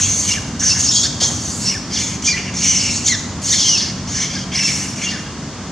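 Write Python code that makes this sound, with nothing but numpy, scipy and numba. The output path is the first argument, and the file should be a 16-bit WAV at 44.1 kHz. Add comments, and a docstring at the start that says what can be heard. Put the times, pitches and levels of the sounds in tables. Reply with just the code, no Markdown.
"""Macaques tussle on a lawn at a forest edge, some metres from a camera.
Shaped noise gives a steady forest hiss; low noise and wavering harmonics give a fading roll and a far engine.
From the start one animal screams in bursts: chaotic fold pulses ring a small open mouth, and trunks echo them.
From 0.3 s the folds lock now and then into clean squeals, made of a gliding tone and two overtones.
At 1.2, 1.3 and 2.4 s bodies land on the grass as dull noise bursts; the screams end near 5.3 s."""
import sys
import numpy as np
from scipy import signal
from scipy.fft import rfft, irfft
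from scipy.io import wavfile
from scipy.ndimage import uniform_filter1d
from numba import njit

SR = 44100
rng = np.random.default_rng(int(sys.argv[2]) if len(sys.argv) > 2 else 0)


def store_wav(level_fs):
    """Save 16-bit WAV to argv[1]."""
    pcm = np.round(np.clip(np.atleast_2d(level_fs), -1, 1) * 32767)
    wavfile.write(sys.argv[1], SR, pcm.T.astype(np.int16))


N = 251811  # length [samples]


def undb(db):
    """Level to amplitude: 20 dB is a factor of ten."""
    return 10 ** (np.asarray(db) / 20)


def unit(x):
    """Normalisation to a root mean square of one."""
    return x / np.sqrt(np.mean(x ** 2))


@njit
def svf(x, hz, width):
    """Second-order resonance: a state-variable band-pass with a moving centre and gain 1 there."""
    y, band_state, low_state = np.empty(len(x)), 0., 0.
    for i in range(len(x)):
        g = np.tan(np.pi * hz[i] / SR)
        damping = width / hz[i]
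        v = (band_state + g * (x[i] - low_state)) / (1 + g * (g + damping))
        band_state = 2 * v - band_state
        low_state += 2 * g * v
        y[i] = damping * v
    return y


def band(x, hz, width):
    """Cascaded resonance: the band-pass twice over, for steep skirts."""
    hz = hz * np.ones(N)
    return svf(svf(x, hz, 1. * width), hz, 1. * width)


def walk(rate):
    """Slow random modulation: values held 1 / rate s, smoothed twice, with unit spread."""
    hold = int(SR / rate)
    steps = np.repeat(rng.standard_normal(N // hold + 1), hold)
    return unit(uniform_filter1d(uniform_filter1d(steps, hold), hold)[:N])


LOCK_EDGE_S = .006


def opened(spans):
    """Gating: open from each start to each end, with short linear edges just outside."""
    t = np.arange(N) / SR
    gates = (np.clip(np.minimum(t - a, b - t) / LOCK_EDGE_S + 1, 0, 1) for a, b in spans)
    return np.minimum(sum(gates), 1)


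def shares(db):
    """Power-preserving balance: gains of two parts, db apart, whose powers add to one."""
    return 1 / np.sqrt(1 + undb(db) ** 2), 1 / np.sqrt(1 + undb(-db) ** 2)


AIR_DB = -28.5  # rms level of the mid signal
# Spectrum of the forest air: (frequency [Hz], relative density level [dB])
AIR_SPECTRUM = [(24, -70), (40, -19), (80, -9.5), (156, -5), (186, -2.5), (284, -6.5), (355, -12.5),
                (466, -17), (582, -17.5), (866, -18.5), (1030, -17.5), (1320, -20), (2640, -26.5),
                (6780, -21.5), (15000, -61)]
# Likeness of the two channels: (frequency [Hz], left-right correlation [1])
AIR_LIKENESS = [(60, 1), (640, 0.98), (1400, 0.97), (3100, 0.82), (6800, 0.026), (15000, 0.055)]


def air():
    """Diffuse-field coherence: hiss and rumble alike in the bass, nearly unrelated in the treble."""
    log_hz = np.log(np.maximum(np.fft.rfftfreq(N, 1 / SR), 1))
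    colour_hz, colour_db = np.transpose(AIR_SPECTRUM)
    colour = undb(np.interp(log_hz, np.log(colour_hz), colour_db))
    alike_hz, correlation = np.transpose(AIR_LIKENESS)
    alike = np.clip(np.interp(log_hz, np.log(alike_hz), correlation), 0, 1)

    def part(sign):
        return irfft(rfft(rng.standard_normal(N)) * colour * np.sqrt(1 + sign * alike), N)

    mid, side = part(1), part(-1)
    return np.array([mid + side, mid - side]) * undb(AIR_DB) / np.sqrt(np.mean(mid ** 2))


ENGINE_HZ = 47.16  # mean fundamental
# Distant traffic rolling away: (time [s], level before a 1.5 dB cut [dB])
ROLL_LEVELS = [(0, -27), (1.5, -29), (4, -30.5), (5.71, -36.5)]
# Firing lines of the engine: (multiple of the fundamental [1], mean level [dB])
ENGINE_LINES = [(2, -50), (3, -43), (4, -36.5), (5, -40.5), (6, -53.5)]


def traffic():
    """Harmonic series over band noise: wavering firing lines of an idling engine and a fading roll."""
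    s, db = np.transpose(ROLL_LEVELS)
    roll_db = np.interp(np.arange(N) / SR, s, db) - 1.5
    roll = undb(roll_db) * unit(band(rng.standard_normal(N), 94.0, 88.0))
    # a faint part of opposite sign left and right
    opposed = 0.055 * undb(-30.0) * unit(band(rng.standard_normal(N), 73.0, 90.))
    sound = roll * np.ones((2, 1)) + opposed * np.array([[1], [-1]])
    phase = 2 * np.pi * np.cumsum(ENGINE_HZ * (1 + 0.01029 * walk(2.5))) / SR
    for k, line_db in ENGINE_LINES:
        line_level = undb(line_db + 4.0 * walk(3.95)) * np.sqrt(2)
        sound = sound + line_level * np.sin(k * phase + 1.68 * walk(6))
    return sound


@njit
def beat(hz, stretch, size):
    """Relaxation oscillation: a pulse at each phase wrap, each cycle with its own length and size."""
    pulses, p, k = np.zeros(len(hz) + 1), 0., 0
    for i in range(len(hz)):
        step = hz[i] * stretch[k] / SR
        p += step
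        if p >= 1:
            p, k = p - 1, k + 1
            # shared between two samples to place it between them
            pulses[i] += size[k] * p / step
            pulses[i + 1] += size[k] * (1 - p / step)
    return pulses[:-1]


# each ring flickers and drifts alone as jaw and tongue tremble
FLUTTER_DB, MOUTH_WANDER = 1.2, .03


def ring(source, hz, width):
    """Source-filter principle: one trembling resonance of the tract, at unit level."""
    trembling_hz = hz * np.exp(MOUTH_WANDER * walk(60))
    return unit(undb(FLUTTER_DB * walk(60)) * band(source, trembling_hz, width))


# chaos of the folds: period spread and rate drift [log ratio], size spread [dB]
JITTER, WANDER, SHIMMER_DB = .08, .05, 2.8
TURBULENCE_DB = -5  # rushing air that also rings the mouth, re the fold pulses
# the two mouth rings at a middle opening
MOUTH_MID_HZ, LOW_RING_HZ, HIGH_RING_HZ = 6033, 5486, 6297
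RING_FOLLOW = .4  # the rings follow the mouth part of the way
HIGH_DB_PER_KHZ = 18  # the high ring takes over as the mouth rises
LOW_WIDTH_HZ, HIGH_WIDTH_HZ, FOLD_WIDTH_HZ, THROAT_WIDTH_HZ = 1600, 1500, 850, 700
RASP_DB = -9  # broad rasp under the mouth rings, re their level
# a short echo (delay [s], gain) leaves fixed ridges about 550 Hz apart in fold tone and throat
COMB_S, COMB = .0018, .3
# more breath with a high mouth, less with effort [dB per dB]
BREATH_DB_PER_KHZ, BREATH_EASE, EFFORT_MID_DB = 8.5, .72, -20
BREATH_FLICKER_DB = 1.5
LOCK_MOUTH_DB, LOCK_LOWER_DB = -3, -9  # the chaos sinks while the folds lock
# Level and colour of each scream over time; long screams run on through several tables:
# (time [s], level [dB], mouth ring [Hz], fold tone [dB re level], throat ring [dB re level])
SCREAM_TRACKS = [
    [(0.0, -16.5, 6260, -19, -13), (0.036, -12, 6300, -13, -15), (0.076, -20, 6400, -12, -11),
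     (0.172, -19, 6560, -21, -20), (0.264, -19, 6300, -8.5, -18), (0.312, -12, 5950, -9, -4.5),
     (0.326, -11, 6000, -7, -14), (0.382, -41, 5470, 1, 13.5), (0.39, -34, 5360, -11, -4)],
    [(0.598, -21, 5920, -22, -20), (0.626, -20.5, 6300, -17, -5), (0.65, -17.5, 6300, -18, -12),
     (0.676, -15.5, 6200, -13, -17), (0.714, -10, 5700, -19, -17), (0.766, -26, 6000, -17, -3.5),
     (0.804, -14, 6650, -14.5, -18), (0.874, -16, 6000, -17, -23), (0.905, -19, 5600, -21, -26)],
    [(0.912, -13, 5950, -13, -22), (0.94, -12, 5820, -25, -44), (0.946, -11, 5940, -11, -32),
     (0.958, -8, 5900, -22, -44), (1.012, -14, 5830, -20, -42), (1.034, -14, 5870, -24, -16),
     (1.048, -14.5, 5600, -22, -17), (1.07, -18.5, 5400, -16, -13)],
    [(1.206, -16.5, 5700, -12, -16), (1.236, -8, 5630, -14, -18), (1.312, -25.5, 6740, -19, -20),
     (1.39, -28, 6000, -22, -28), (1.462, -22.5, 6540, -28, -24), (1.588, -27, 6950, -19, -33),
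     (1.656, -18, 6070, -16, -24), (1.69, -15, 5830, -10, -10), (1.78, -38.5, 5640, -1, 0)],
    [(1.905, -32, 5200, -5, -7), (1.945, -19.5, 5130, -11, -14), (1.967, -20, 5100, -1.5, -11),
     (1.989, -17.5, 5600, -5, -9.5), (2.015, -17.5, 5900, -12, -14), (2.16, -32.5, 5950, -17, -4)],
    [(2.225, -22, 6170, -22, -14), (2.233, -31, 6120, -8, -9), (2.247, -19.5, 6000, -7, -20),
     (2.271, -10.5, 5900, -11, -22), (2.291, -14.5, 5910, -22, -0.5), (2.313, -17, 5270, -9, -12),
     (2.365, -32.5, 5700, -9, 8.5), (2.433, -36, 5350, -4, 2), (2.5, -41, 5640, -12, 9.5)],
    [(2.54, -29.5, 6100, -17, -5), (2.572, -22, 5770, -17, -17), (2.66, -14, 6100, -14, -8),
     (2.668, -14.5, 6150, -6.5, -12), (2.88, -19, 6000, -9, -12), (2.948, -19.5, 6300, -20, -15.5),
     (2.964, -15.5, 6500, -28, -25), (3.008, -24, 6400, -13, -21), (3.04, -24, 6240, -21, -17)],
    [(3.046, -24, 6240, -18, -18), (3.054, -23, 6220, -14, -19), (3.068, -13.5, 6250, -15, -22),
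     (3.086, -9.5, 6130, -13, -14), (3.124, -18.5, 5900, -16, -4), (3.15, -40, 5640, 2, 12),
     (3.158, -33, 5650, -10, 5)],
    [(3.42, -28, 6070, -12, -20), (3.428, -27, 6100, -14, -30), (3.444, -20.5, 6300, -16, -23),
     (3.518, -14, 5850, -17, -18), (3.542, -6.5, 5700, -14, -8), (3.563, -13, 5260, -16, -9)],
    [(3.569, -13, 5460, -7.5, -19), (3.649, -13, 5160, -7.5, -24), (3.705, -12.5, 5170, -6, -17),
     (3.753, -14, 5150, -22, -24), (3.761, -24, 5100, -15, -16), (3.774, -13, 5070, -21, -18)],
    [(3.78, -14.5, 4700, -11, -17), (3.796, -19, 4600, -26, -15), (3.91, -30, 5050, -16, -6)],
    [(4.075, -30, 5370, -14, -15), (4.095, -25.5, 5780, -19, -17), (4.169, -21.5, 5900, -12, -8.5),
     (4.209, -20, 5250, -16, -11), (4.217, -17, 5480, -6, -8.5), (4.293, -30, 5400, -4, -11.5),
     (4.379, -25, 5130, -6, -1.5), (4.435, -36, 5450, 0, -24), (4.44, -27, 5320, -2, -15)],
    [(4.52, -33.5, 4900, 5, 0), (4.558, -19, 5170, -7, -4.5), (4.632, -15.5, 5500, -13, -2),
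     (4.65, -13.5, 5500, -12, -15), (4.68, -17, 5750, -9, -3), (4.742, -20, 6240, -20, -13.5),
     (4.858, -27.5, 6400, -16, -7.5), (4.908, -31.5, 6150, -22, -12), (4.94, -33, 5800, -22, -19)],
    [(4.96, -27.5, 6430, -20, -15), (5.002, -29, 6100, -9, -3.5), (5.036, -20.5, 5800, -9, -5),
     (5.064, -21.5, 5900, 1, 2), (5.116, -25, 4850, -6, -7), (5.124, -23, 4900, -4, 3),
     (5.162, -31, 4980, -5, 1), (5.21, -39, 5860, -11, 0), (5.28, -53, 5450, -2, 8)],
]
# Voice of each of those tables: (first fold rate [Hz], last fold rate [Hz], first throat ring [Hz],
# last throat ring [Hz], breath before mouth and effort shifts [dB re level])
SCREAM_VOICES = [(3253, 2900, 2460, 2220, -15), (2940, 3150, 1710, 1980, -18),
                 (3338, 3400, 1400, 1580, -39), (3280, 2600, 1900, 2200, -17),
                 (3191, 3200, 2130, 2230, -16), (3203, 2800, 2260, 2100, -34),
                 (3133, 2600, 2320, 2260, -38), (3406, 3500, 2500, 1600, -19),
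                 (3105, 3350, 2000, 2100, -12), (3347, 3050, 2400, 1900, -35),
                 (3354, 3200, 1900, 2000, -41), (3242, 3100, 1950, 2200, -34),
                 (3008, 2730, 2170, 2230, -13.5), (2846, 3800, 2400, 1800, -22)]


def screams(lock):
    """Source-filter principle: chaotic fold pulses and breath excite mouth and throat resonances."""
    t = np.arange(N) / SR
    s, *columns = np.transpose(np.vstack(SCREAM_TRACKS))
    db, mouth_hz, fold_db, throat_db = (np.interp(t, s, c) for c in columns)
    spans = np.array([(rows[0][0], rows[-1][0]) for rows in SCREAM_TRACKS])
    voices = np.array(SCREAM_VOICES)

    def glide(first, last):
        return np.interp(t, spans.ravel(), voices[:, [first, last]].ravel())

    fold_hz, throat_hz, breath_db = glide(0, 1), glide(2, 3), glide(4, 4)

    # the rate drifts over a few cycles, so the partials tear into streaks
    chance = np.clip(rng.standard_normal((N // 5, 2)).T, -2, 2)
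    rate_hz = fold_hz * np.exp(WANDER * walk(250))
    pulses = beat(rate_hz, np.exp(JITTER * chance[0]), undb(SHIMMER_DB * chance[1]))
    rush = unit(pulses - np.mean(pulses)) + undb(TURBULENCE_DB) * rng.standard_normal(N)

    rise_hz = mouth_hz - MOUTH_MID_HZ
    low, high = shares(HIGH_DB_PER_KHZ * rise_hz / 1e3)
    mouth = low * ring(rush, LOW_RING_HZ + RING_FOLLOW * rise_hz, LOW_WIDTH_HZ)
    mouth = mouth + high * ring(rush, HIGH_RING_HZ + RING_FOLLOW * rise_hz, HIGH_WIDTH_HZ)
    mouth = mouth + undb(RASP_DB) * ring(rush, 4550., 1100.)

    fold_tone = undb(fold_db) * ring(pulses, fold_hz, FOLD_WIDTH_HZ)
    throat = undb(throat_db) * ring(rush, throat_hz, THROAT_WIDTH_HZ)
    lower = fold_tone + throat
    lower = lower + COMB * np.roll(lower, int(COMB_S * SR))

    breath_db = breath_db + BREATH_DB_PER_KHZ * rise_hz / 1e3 - BREATH_EASE * (db - EFFORT_MID_DB)
    breath_level = undb(breath_db + BREATH_FLICKER_DB * walk(10))
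    breath = breath_level * ring(rng.standard_normal(N), 7100.0, 6800.0)

    voice = undb(LOCK_MOUTH_DB * lock) * mouth + undb(LOCK_LOWER_DB * lock) * lower + breath
    return opened(spans) * undb(db) * voice


EARLY_ECHO_S, EARLY_ECHO_DB = .07, -31.5  # one very faint early echo, re direct
WOOD_T60_S, WOOD_DB, WOOD_SIDE = .75, -7, .38  # decay time, mid tail re direct, side gain
DIRECT_SIDE_DB = -17


def wood(x):
    """Reverberation by convolution: a very faint early echo and a tail that differs left and right."""
    t = np.arange(int(1.2 * SR)) / SR
    decay = np.exp(-np.log(1000) * t / WOOD_T60_S) * np.clip(t / 0.0033, 0, 1)
    response = rng.standard_normal((2, len(t))) * decay  # rows: mid, side
    response *= undb(WOOD_DB) / np.sqrt(np.sum(response[0] ** 2))
    response[1] *= WOOD_SIDE
    response[0, 1] += 1  # direct sound
    response[0, int(EARLY_ECHO_S * SR)] += undb(EARLY_ECHO_DB)
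    # the two ports hear the direct sound a little apart
    response[1, :3] += undb(DIRECT_SIDE_DB) * np.array([1, 0, -1])
    mid, side = signal.fftconvolve(x[None], response, axes=1)[:, :N]
    return np.array([mid + side, mid - side])


SQUEAL_EDGE_DB = -5.5  # a squeal swells and fades this far at its ends
THIRD_DB = -2  # the third partial starts weaker
# the mouth favours overtones here; level per octave squared below and above
OVERTONE_HZ, UNDER_DB, OVER_DB = 5200, -8, -60
# Locked squeals: (start [s], length [s], first pitch [Hz], last pitch [Hz],
# tone [dB], overtones [dB]), both levels before the lift in scene()
SQUEAL_EVENTS = [ (0.305, .025, 2720, 2830, -24, -25), (0.37, .018, 1770, 1530, -28, -36),
                 (0.705, .04, 2650, 2740, -29, -21), (0.875, .04, 2330, 2800, -42, -18),
                 (0.92, .11, 3240, 3330, -29, -20), (1.225, .07, 3330, 3220, -30, -22),
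                 (1.68, .032, 2550, 2950, -36, -18), (1.75, .022, 1780, 1510, -31, -38),
                 (2.278, .024, 2370, 2400, -18, -23), (2.31, .026, 2360, 2000, -30, -22),
                 (2.336, .03, 2000, 2010, -23, -36), (3.095, .058, 2130, 1670, -24, -20),
                 (3.525, .042, 1850, 2250, -35, -23), (3.7, .072, 2980, 2540, -25, -20),
                 (4.36, .025, 1620, 1610, -34, -40), (4.605, .025, 2610, 2680, -28, -20),
                 (4.642, .028, 2700, 2670, -22, -15), (5.053, .05, 2810, 2790, -25, -35),
                 (5.125, .045, 1800, 1440, -33, -36), (5.245, .03, 1620, 1610, -40, -45), ]


def squeals():
    """Phase locking: a wavering tone with two overtones; rises come early, falls late."""
    out, drift, waver = np.zeros(N), .012 * walk(300), undb(2.8 * walk(150))
    for s, length, first_hz, last_hz, tone_db, overtone_db in SQUEAL_EVENTS:
        i = np.arange(int((s - LOCK_EDGE_S) * SR), int((s + length + LOCK_EDGE_S) * SR))
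        u = np.clip((i / SR - s) / length, 0, 1)
        bend = u ** 2 if last_hz < first_hz else 1 - (1 - u) ** 2
        hz = first_hz + (last_hz - first_hz) * bend
        phase = 2 * np.pi * np.cumsum(hz * (1 + drift[i])) / SR
        voice = undb(tone_db) * np.sin(phase)
        for k, start_db in ((2, 0), (3, THIRD_DB)):
            octaves = np.log2(k * hz / OVERTONE_HZ)
            mouth_db = np.where(octaves < 0, UNDER_DB, OVER_DB) * octaves ** 2
            voice = voice + undb(overtone_db + start_db + mouth_db) * np.sin(k * phase)
        out[i] += undb(SQUEAL_EDGE_DB * (2 * u - 1) ** 2) * voice
    return np.sqrt(2) * waver * out


# Bodies landing on the grass: (time [s], peak of the envelope before a gain of 0.69 [dB])
THUD_EVENTS = [(1.213, -21), (1.301, -30), (2.389, -34)]


def thuds():
    """Damped impact: dull band noise that starts at once and decays exponentially."""
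    t, shape = np.arange(N) / SR, 0
    for s, db in THUD_EVENTS:
        shape = shape + undb(db) * (t > s) * np.exp(-np.maximum(t - s, 0) / 0.051)
    return 0.69 * shape * unit(svf(rng.standard_normal(N), np.full(N, 450.), 702.0))


def scene():
    """Superposition: the echoed voice, the thuds, the air and the traffic add up."""
    lock = opened([(s, s + length) for s, length, *_ in SQUEAL_EVENTS])
    locked = undb(2.2) * lock * squeals()
    return wood(screams(lock) + locked) + thuds() + air() + traffic()


DIP_HZ, DIP_WIDTH_HZ, DIP = 3970., 300., .62  # the camera body cancels part of a narrow band
TREBLE_HZ, BASS_HZ, TOP_HZ = 8470, 45.6, 15650  # the microphone falls away above the first


def record(dry):
    """Transducer response: a narrow dip, rounded peaks, soft treble and bass and a cut top."""
    cancelled = np.array([svf(c, np.full(N, DIP_HZ), DIP_WIDTH_HZ) for c in dry])
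    rounded = np.tanh(.9 * (dry - DIP * cancelled)) / .9
    soft = signal.sosfilt(signal.butter(2, TREBLE_HZ, fs=SR, output="sos"), rounded)
    soft = signal.sosfilt(signal.butter(2, BASS_HZ, "high", fs=SR, output="sos"), soft)
    return signal.sosfilt(signal.ellip(8, .2, 70, TOP_HZ, fs=SR, output="sos"), soft)


dry = scene()
out = record(dry)
store_wav(out)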